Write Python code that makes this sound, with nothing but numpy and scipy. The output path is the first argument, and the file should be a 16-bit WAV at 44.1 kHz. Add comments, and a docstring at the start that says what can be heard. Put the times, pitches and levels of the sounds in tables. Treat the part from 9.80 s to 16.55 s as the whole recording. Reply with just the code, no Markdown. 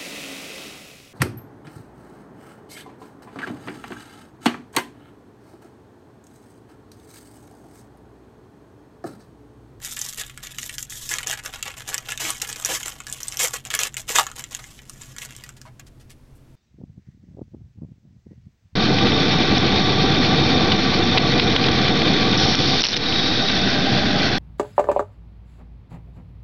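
"""A foil card pack, pinched, ripped open and crushed close up; then the cards slide out and are squared.
Buckling creases click in dense swarms, small facets pop, and single folds snap through loudly.
Rips and card edges stick and slip, each stroke ringing one broad resonance.
Wrapper and desk ring briefly in a small room with a low hum."""
import sys
import numpy as np
from scipy import signal
from scipy.fft import rfft, irfft
from scipy.io import wavfile
from scipy.ndimage import uniform_filter1d

SR = 44100
rng = np.random.default_rng(int(sys.argv[2]) if len(sys.argv) > 2 else 0)


def bounce(signal):
    """Save signal as a 16-bit WAV file at the path given by the first command-line argument."""
    frames = np.transpose(np.atleast_2d(signal))
    limited = np.clip(frames, -1, 1)
    pcm = np.round(limited * 32767).astype(np.int16)
    wavfile.write(sys.argv[1], SR, pcm)


N = 297831
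TIME_S = np.arange(N) / SR
OPEN_S, LET_GO_S = 1.3, 5.86  # seal opens; wrapper put aside

# fingers crushing the foil: t/s, length/s, relative level/dB, facets over creases/dB
FOIL_SQUEEZES = [(.022, 0.066, -38, -4), (.105, 0.23, -37, -10.5), (.368, 0.053, -35, -0.5),
                 (.44, 0.039, -46, -6.5), (.625, 0.039, -39.5, 0), (.7, 0.06, -47.5, -1.5),
                 (.78, 0.16, -38.5, -10), (.98, 0.051, -39.5, -15), (1.287, 0.029, -29.5, -11),
                 (1.308, 0.046, -29.5, 0.5), (1.38, 0.058, -40.5, 0), (1.461, 0.069, -32, 0.5),
                 (1.57, 0.017, -43.5, 3), (1.632, 0.061, -39.5, 0.5), (1.72, 0.066, -43.5, 2.5),
                 (1.84, 0.072, -41.5, 2.5), (1.96, 0.052, -42.5, 1), (2.072, 0.079, -36.5, -1),
                 (2.283, 0.034, -32.5, -1), (2.52, 0.34, -41, -2), (2.61, 0.028, -34, -1),
                 (2.847, 0.06, -31, -1.5), (2.99, 0.13, -39.5, -3), (3.053, 0.034, -36, -4.5),
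                 (3.265, 0.46, -41.5, -4.5), (3.588, 0.069, -21, -4.5), (3.731, 0.029, -30, -2),
                 (3.85, 0.011, -39.5, 4.5), (3.9, 0.08, -37, -0.5), (3.988, 0.069, -28.5, -1.5),
                 (4.165, 0.029, -31, -3), (4.275, 0.096, -30.5, -3.5), (4.347, 0.051, -25, -1),
                 (4.42, 0.068, -49, 6.5), (4.555, 0.011, -39.5, 4.5), (4.576, 0.032, -38, -1.5),
                 (4.705, 0.048, -42, -2), (5.378, 0.01, -37, -4), (5.413, 0.026, -37, -2)]
# even pulls, seam peeling or cards sliding out: t/s, length/s, relative level/dB, facets over creases/dB
FOIL_PULLS = [(1.095, .195, -40.5, -11.5), (2.395, 0.11, -29.5, -0.5), (2.885, 0.075, -26, -5),
              (4.78, 0.2, -53.5, -7), (5.07, .27, -55.5, -13)]
# rustle of the held wrapper: t/s, relative level/dB
HELD_RUSTLE = [(0, -52), (.3, -51), (.53, -60), (.9, -60.5), (1.4, -57), (1.6, -64), (2.1, -49.5), (3, -55),
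               (3.15, -54), (3.23, -58), (3.5, -54.5), (3.82, -63.5), (4.25, -62), (4.8, -54.5),
               (5.05, -59), (5.5, -53.5), (5.68, -55.5), (5.75, -68.5), (5.9, -67)]
# spectrum of a foil click: f/Hz, level/dB
FOIL_SPECTRUM = [(200, -13.5), (400, -5), (700, -4.5), (1100, -3), (1800, -0.5), (2300, -2), (3100, 1.5),
                 (4300, -4), (5500, 0), (7300, 3.5), (9400, -6.5), (12500, -6.5), (14500, -10),
                 (16000, -38)]
# resonances of the sealed pack: f/Hz, width/Hz, gain/dB
TAUT_MODES = [(1830, 200, -5.5), (3640, 630, -1.5), (11900, 3700, -6.5)]
# folds snapping through: t/s, relative tick level/dB, relative pop level/dB, pop f/Hz
FOLD_SNAPS = [(0.1691, -30, -17, 2140), (.1912, -12.5, -35, 3600), (0.2157, -9, -45, 3600),
              (.497, -28, -25.5, 2870), (0.5756, -20.5, -24.5, 1640), (0.7851, -15, -14, 1980),
              (0.8303, -13, -22, 1960), (0.8947, -17, -18, 2520), (.9824, -12.5, -16.5, 3330),
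              (1.098, -20, -42, 3570), (1.1236, -33, -22, 1860), (1.2913, -12, -23, 3550),
              (1.3146, -20, -14.5, 1650), (1.339, -7.5, -14, 1770), (1.3848, -13.5, -9, 3870),
              (1.4304, -18.5, -18.5, 2830), (1.4717, -7.5, -20, 1710), (1.5119, -10, -13, 2690),
              (1.5296, -16, -17, 1540), (1.6611, -17, -18, 1360), (1.8268, -10.5, -15.5, 3400),
              (2.1433, -6, -14.5, 1950), (2.18, -10, -16.5, 2580), (2.3208, -12, -10.5, 2940),
              (2.3756, -14, -19.5, 3550), (2.5041, -6.5, -18, 1390), (2.6174, -8.5, -16, 3930),
              (2.6211, -9, -15.5, 3900), (2.728, -14.5, -19.5, 3470), (2.8487, -4, -24, 1330),
              (2.8588, -8.5, -21, 3050), (3.0308, -17.5, -17.5, 2770), (3.0811, -13.5, -19, 1430),
              (3.203, -23, -22, 1290), (3.268, -18.5, -21.5, 1800), (3.2988, -21, -42, 2950),
              (3.326, -9.5, -42, 2900), (3.4317, -11, -34, 3350), (3.4823, -12, -45, 3080),
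              (3.5227, -18, -21.5, 3000), (3.571, -10.5, -26, 3080), (3.5932, -8, -16, 3170),
              (3.7373, -23, -17, 1350), (3.7557, -24, -19.5, 1110), (3.8515, -20, -21.5, 2650),
              (3.9035, -14, -15, 3370), (3.9395, -9, -6.5, 1770), (3.9501, -6, -11, 3040),
              (3.9906, -3.5, -11, 1730), (4.0338, -3.5, -11, 2670), (4.1421, -19, -29, 1850),
              (4.168, -15, -12.5, 2750), (4.357, -3, -12.5, 3050), (4.3613, -3.5, -1, 1590),
              (4.385, -1, 2, 1150), (4.4087, -14.5, -11, 810), (4.4668, -14.5, -17, 1260),
              (4.5153, -24, -26, 1390), (4.6398, -18, -21, 3160), (4.7487, -12, -19, 3260),
              (4.841, -30, -25.5, 2040), (4.99, -36, -28.5, 2170), (5.0963, -20.5, -31, 1220),
              (5.218, -25, -43, 2630), (5.3642, -25, -26.5, 1760), (5.384, -18, -22, 1740),
              (5.418, -26, -22, 2450), (5.5645, -24, -32.5, 3700), (5.638, -25, -25.5, 3620),
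              (5.6909, -23.5, -30.5, 1450), (5.8154, -26, -35, 1620), (5.9968, -28, -31.5, 1460)]
# rips and tugs on the wrapper: t/s, length/s, level/dB, f/Hz, width/Hz
WRAPPER_RIPS = [(2.42, 0.13, -45.5, 330, 77), (2.887, 0.068, -34.5, 409, 130),
                (4.302, 0.0059, -29.5, 469, 260), (3.625, 0.061, -37, 493, 200),
                (4.387, 0.016, -19.5, 900, 247)]
# card edges on foil and fingers: t/s, length/s, level/dB, f/Hz, width/Hz
CARD_RUBS = [(4.79, 0.018, -41, 900, 2980), (5.21, 0.046, -46.5, 2400, 6000),
             (5.765, 0.026, -53, 3000, 6000), (5.853, 0.045, -46.5, 930, 557),
             (5.994, 0.025, -51, 1700, 2950), (6.064, 0.027, -54.5, 3480, 6930),
             (6.198, 0.042, -57, 2440, 8000), (6.295, 0.046, -52, 3570, 8000),
             (6.55, 0.043, -68, 10980, 6980)]
# ringing of wrapper and desk: f/Hz, relative level/dB, t60/s
WRAPPER_DESK_MODES = [(470, -15.5, 0.17), (799, -1, 0.13), (967, -2, 0.11), (1085, -8.5, 0.041),
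                      (1250, -5.5, 0.066), (1740, -5, 0.041)]
# room noise spectrum: f/Hz, relative level/dB
AIR_SPECTRUM = [(25, -2), (45, -4), (68, -5), (100, -7), (122, 3.5), (165, -11.5), (240, -8), (400, -16.5),
                (800, -25), (2000, -32.5), (6000, -39), (9000, -41.5), (12500, -43.5), (15000, -48.5)]
# hum lines: f/Hz, rms level/dB
HUM_LINES = [(44.5, -57), (89, -61.5), (133.6, -56.5)]


def crackle(responses, burst_s=.00024, scrape=.026, shared_clump=.63, own_clump=.4):
    """Swarm of buckles, mostly tiny, a few large; each shakes creases, facets and panels at once."""
    crease_db, facet_db, rate_hz = handling()
    panel_db = np.where(TIME_S < OPEN_S, -9.5, -5 - .5 * (TIME_S - OPEN_S))  # open panels slowly slacken
    spread_db = np.interp(rate_hz, [500, 4000], [5.5, 2.8])  # denser swarm, more even buckles
    buckles = rng.random(N) < rate_hz / SR
    energy = buckles * undb(spread_db * np.minimum(rng.exponential(size=N), 3.5)) ** 2
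    # neighbouring buckles share the work of the hands
    energy /= uniform_filter1d(uniform_filter1d(energy, size=1300), size=500) + 1e-3
    pole = np.exp(-1 / (burst_s * SR))
    bursts = np.sqrt(signal.lfilter([1 - pole], [1, -pole], energy) + scrape)
    avalanche_db = shared_clump * spread_db * wander(hold_samples=620)
    levels_db = crease_db, facet_db - 2, facet_db + panel_db - 2.5
    out = np.zeros(N)
    for response, db in zip(responses, levels_db):
        clicks = unit_rms(ring(bursts * rng.standard_normal(N), response))
        flicker_db = own_clump * spread_db * wander(hold_samples=480)
        out += clicks * undb(db + avalanche_db + flicker_db)
    return out


def handling(base_rate_hz=916, pull_rate_hz=5100, knee_db=-42, doubling_db=11.5):
    """Crease level, facet level and buckle rate; a harder squeeze buckles more often."""
    held_db = np.interp(TIME_S, *np.transpose(HELD_RUSTLE))
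    pulled = press_power(FOIL_PULLS, sag_db=0)
    squeezed = press_power(FOIL_SQUEEZES, sag_db=3)
    power = pulled + squeezed + undb([held_db, held_db + 1]) ** 2
    crease_db, facet_db = 10 * np.log10(power)
    rate_hz = base_rate_hz * 2 ** (np.maximum(crease_db - knee_db, 0) / doubling_db)
    rate_hz += pull_rate_hz * pulled[0] / power[0]
    return crease_db, facet_db, rate_hz


def press_power(moves, sag_db, attack_s=.009, release_db_per_s=522):
    """Crease and facet power: each hand move sets in fast, holds or gives way, then dies."""
    creases, facets, t = np.zeros(N), np.zeros(N), TIME_S[:SR * 2 // 3]
    for start_s, length_s, db, facet_db in moves:
        hold_db = db - sag_db * (np.minimum(t / length_s, 1) - .5)
        release_db = release_db_per_s * np.maximum(t - length_s, 0)
        power = (np.minimum(t / attack_s, 1) * undb(hold_db - release_db)) ** 2
        add(creases, start_s, power)
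        add(facets, start_s, power * undb(facet_db) ** 2)
    return np.array([creases, facets])


def foil_responses(crease_hz=4170, facet_hz=1290, panel_hz=320, size=1024):
    """Clicks of tiny creases, finger-sized facets and whole panels."""
    cepstrum = irfft(np.log(bin_gains(FOIL_SPECTRUM, size)))
    cepstrum[1:size // 2] *= 2  # fold to minimum phase
    cepstrum[size // 2 + 1:] = 0
    click = irfft(np.exp(rfft(cepstrum)))
    return (butter(click, crease_hz, "high"),
            butter(click, [facet_hz, crease_hz], "band"),
            butter(click, [panel_hz, facet_hz], "band"))


def taut_pack(x):
    """Until open, the stretched pack adds a papery ring and bright sizzle."""
    sealed = x * (TIME_S < OPEN_S)
    return x + sum(undb(db) * resonate(sealed, hz, width_hz) for hz, width_hz, db in TAUT_MODES)


def fold_snaps(responses, tick_hz=7200, tick_s=.00028, settle_s=.0032, crunch_s=.0034):
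    """A fold flips: its ridge pings, the sheet pops at a pitch set by its size, nearby foil settles."""
    crease, facet, _ = responses
    out, t = np.zeros(N), TIME_S[:1024]
    for start_s, tick_db, pop_db, pop_hz in FOLD_SNAPS:
        ridge_noise, settle_noise, sheet_noise = rng.standard_normal((3, len(t)))
        ridge_hz = tick_hz * np.exp(.16 * rng.standard_normal())
        ping = (np.sin(2 * np.pi * ridge_hz * t) + ridge_noise) * t / tick_s * np.exp(1 - t / tick_s)
        settle = undb(-10) * settle_noise * np.exp(-t / settle_s)
        tick = unit_peak(ring(ping + settle, crease))
        sheet = butter(swing(t * pop_hz, decay_cycles=.83), pop_hz / 2, "high", order=2)
        shiver = sheet_noise * np.exp(-t / crunch_s)
        rattle = unit_rms(ring(shiver, facet)) + unit_rms(resonate(shiver, pop_hz, pop_hz / 2))
        pop = unit_peak(unit_peak(sheet) + unit_peak(rattle))
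        add(out, start_s, undb(tick_db - 2) * tick + undb(pop_db - 4.5) * pop)
    return out


def facet_pops(rate_hz=26, low_hz=1400, high_hz=4200):
    """Small facets pop at random times and pitches, as hard as the foil is worked."""
    _, facet_db, _ = handling()
    out, t = np.zeros(N), TIME_S[:512]
    for slot, (jitter, pitch, strength) in enumerate(rng.random((400, 3))):
        start_s = (slot + jitter) / rate_hz
        if start_s < LET_GO_S:
            hz = low_hz * (high_hz / low_hz) ** pitch
            peak_db = facet_db[int(start_s * SR)] + 4 + 6 * strength
            add(out, start_s, undb(peak_db) * unit_peak(swing(t * hz, decay_cycles=1)))
    return out


def swing(cycles, decay_cycles):
    """Heavily damped foil: swells, swings a few times, stops."""
    return np.sin(2 * np.pi * cycles) * cycles * np.exp(-cycles / decay_cycles)


def stick_slip(strokes, catch_rate_hz, hiss):
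    """Rips or rubs: quick irregular catches ring one broad resonance."""
    out, t = np.zeros(N), TIME_S[:N // 50]
    for start_s, length_s, db, hz, width_hz in strokes:
        catches = rng.standard_normal(len(t)) * (hiss + (rng.random(len(t)) < catch_rate_hz / SR))
        envelope = np.sin(np.pi * np.minimum(t / length_s, 1) ** .45)
        friction = butter(resonate(catches, hz, width_hz), 13000, "low", order=2)
        friction = butter(friction, hz / 3, "high", order=2)
        add(out, start_s, undb(db) * envelope * unit_rms(friction))
    return out


def bending(x, hop_samples=1323, facet_db=-5, decay_cycles=4, near_db=-4, near_t60_s=.042):
    """As the pack bends and turns, new facets ring and reflections off hands and desk shift."""
    out, t = np.zeros(N), TIME_S[:2048]
    window = signal.get_window("hann", 2 * hop_samples)
    facets_hz = np.geomspace(1000, 11000, 200)
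    for i in range(0, N, hop_samples):
        piece = x[i:i + len(window)]
        near = rng.standard_normal(len(t)) * (t > .0008) * undb(-60 * t / near_t60_s)
        response = undb(near_db) * near / np.linalg.norm(near)
        for hz in rng.choice(facets_hz, size=3):
            decay_per_s = hz / decay_cycles
            mode = np.cos(2 * np.pi * hz * t) * np.exp(-decay_per_s * t)
            response += undb(facet_db) * 2 * decay_per_s / SR * mode
        add(out, i / SR, signal.fftconvolve(piece * window[:len(piece)], response))
    return x + out


def room(x, tail_db=-14, tail_t60_s=.087, tail_cutoff_hz=2200, modes_db=-53):
    """Short dull room tail plus the modes of wrapper and desk."""
    t = TIME_S[:SR // 3]
    reflections = rng.standard_normal(len(t)) * (t > .003)
    tail = butter(reflections, tail_cutoff_hz, "low", order=2) * undb(-60 * t / tail_t60_s)
    response = undb(tail_db) * tail / np.linalg.norm(tail)
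    for hz, db, t60_s in WRAPPER_DESK_MODES:
        response += undb(modes_db + db - 60 * t / t60_s) * np.cos(2 * np.pi * hz * t)
    return x + ring(x, response)


def room_tone(air_rms_db=-49.5):
    """Low rumble and steady hum, as of a fan."""
    air = unit_rms(irfft(rfft(rng.standard_normal(N)) * bin_gains(AIR_SPECTRUM, N), N))
    hum = sum(undb(db) * np.sin(2 * np.pi * (hz * TIME_S + rng.random())) for hz, db in HUM_LINES)
    return undb(air_rms_db) * air + np.sqrt(2) * hum


def undb(db):
    return 10 ** (np.asarray(db) / 20)


def unit_rms(x):
    return x / np.sqrt(np.mean(x ** 2))


def unit_peak(x):
    return x / abs(x).max()


def butter(x, hz, kind, order=3):
    return signal.sosfilt(signal.butter(order, hz, kind, fs=SR, output="sos"), x)


def resonate(x, hz, width_hz):
    return signal.lfilter(*signal.iirpeak(hz, hz / width_hz, fs=SR), x)


def ring(x, response):
    return signal.fftconvolve(x, response)[:len(x)]


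def bin_gains(spectrum, size):
    """Spectrum points to FFT bin gains, interpolated in log frequency."""
    hz, db = np.transpose(spectrum)
    bins_hz = np.arange(size // 2 + 1) * SR / size
    return undb(np.interp(np.log(bins_hz + 1), np.log(hz), db))


def wander(hold_samples):
    """Random levels, held and slewed; spread near 1."""
    steps = np.repeat(rng.standard_normal(N // hold_samples + 1), hold_samples)
    return uniform_filter1d(steps, hold_samples // 2)[:N]


def add(out, start_s, sound):
    i = int(start_s * SR)
    out[i:i + len(sound)] += sound[:len(out) - i]


def scene(crackle_db=-2.5):
    """Wrapper and cards in the room, mono."""
    responses = foil_responses()
    swarm = undb(crackle_db) * crackle(responses) * (TIME_S < LET_GO_S)
    wrapper = taut_pack(swarm) + facet_pops() + fold_snaps(responses)
    rips = stick_slip(WRAPPER_RIPS, catch_rate_hz=2630, hiss=1)
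    cards = stick_slip(CARD_RUBS, catch_rate_hz=1520, hiss=.11)
    return (room(bending(wrapper + rips + cards)) + room_tone())[None]


def record(dry):
    """Clip at full scale, then low-pass steeply."""
    lowpass = signal.ellip(8, .2, 70, 16100, fs=SR, output="sos")
    return signal.sosfilt(lowpass, np.clip(dry, -1, 1))


dry = scene()
out = record(dry)
bounce(out)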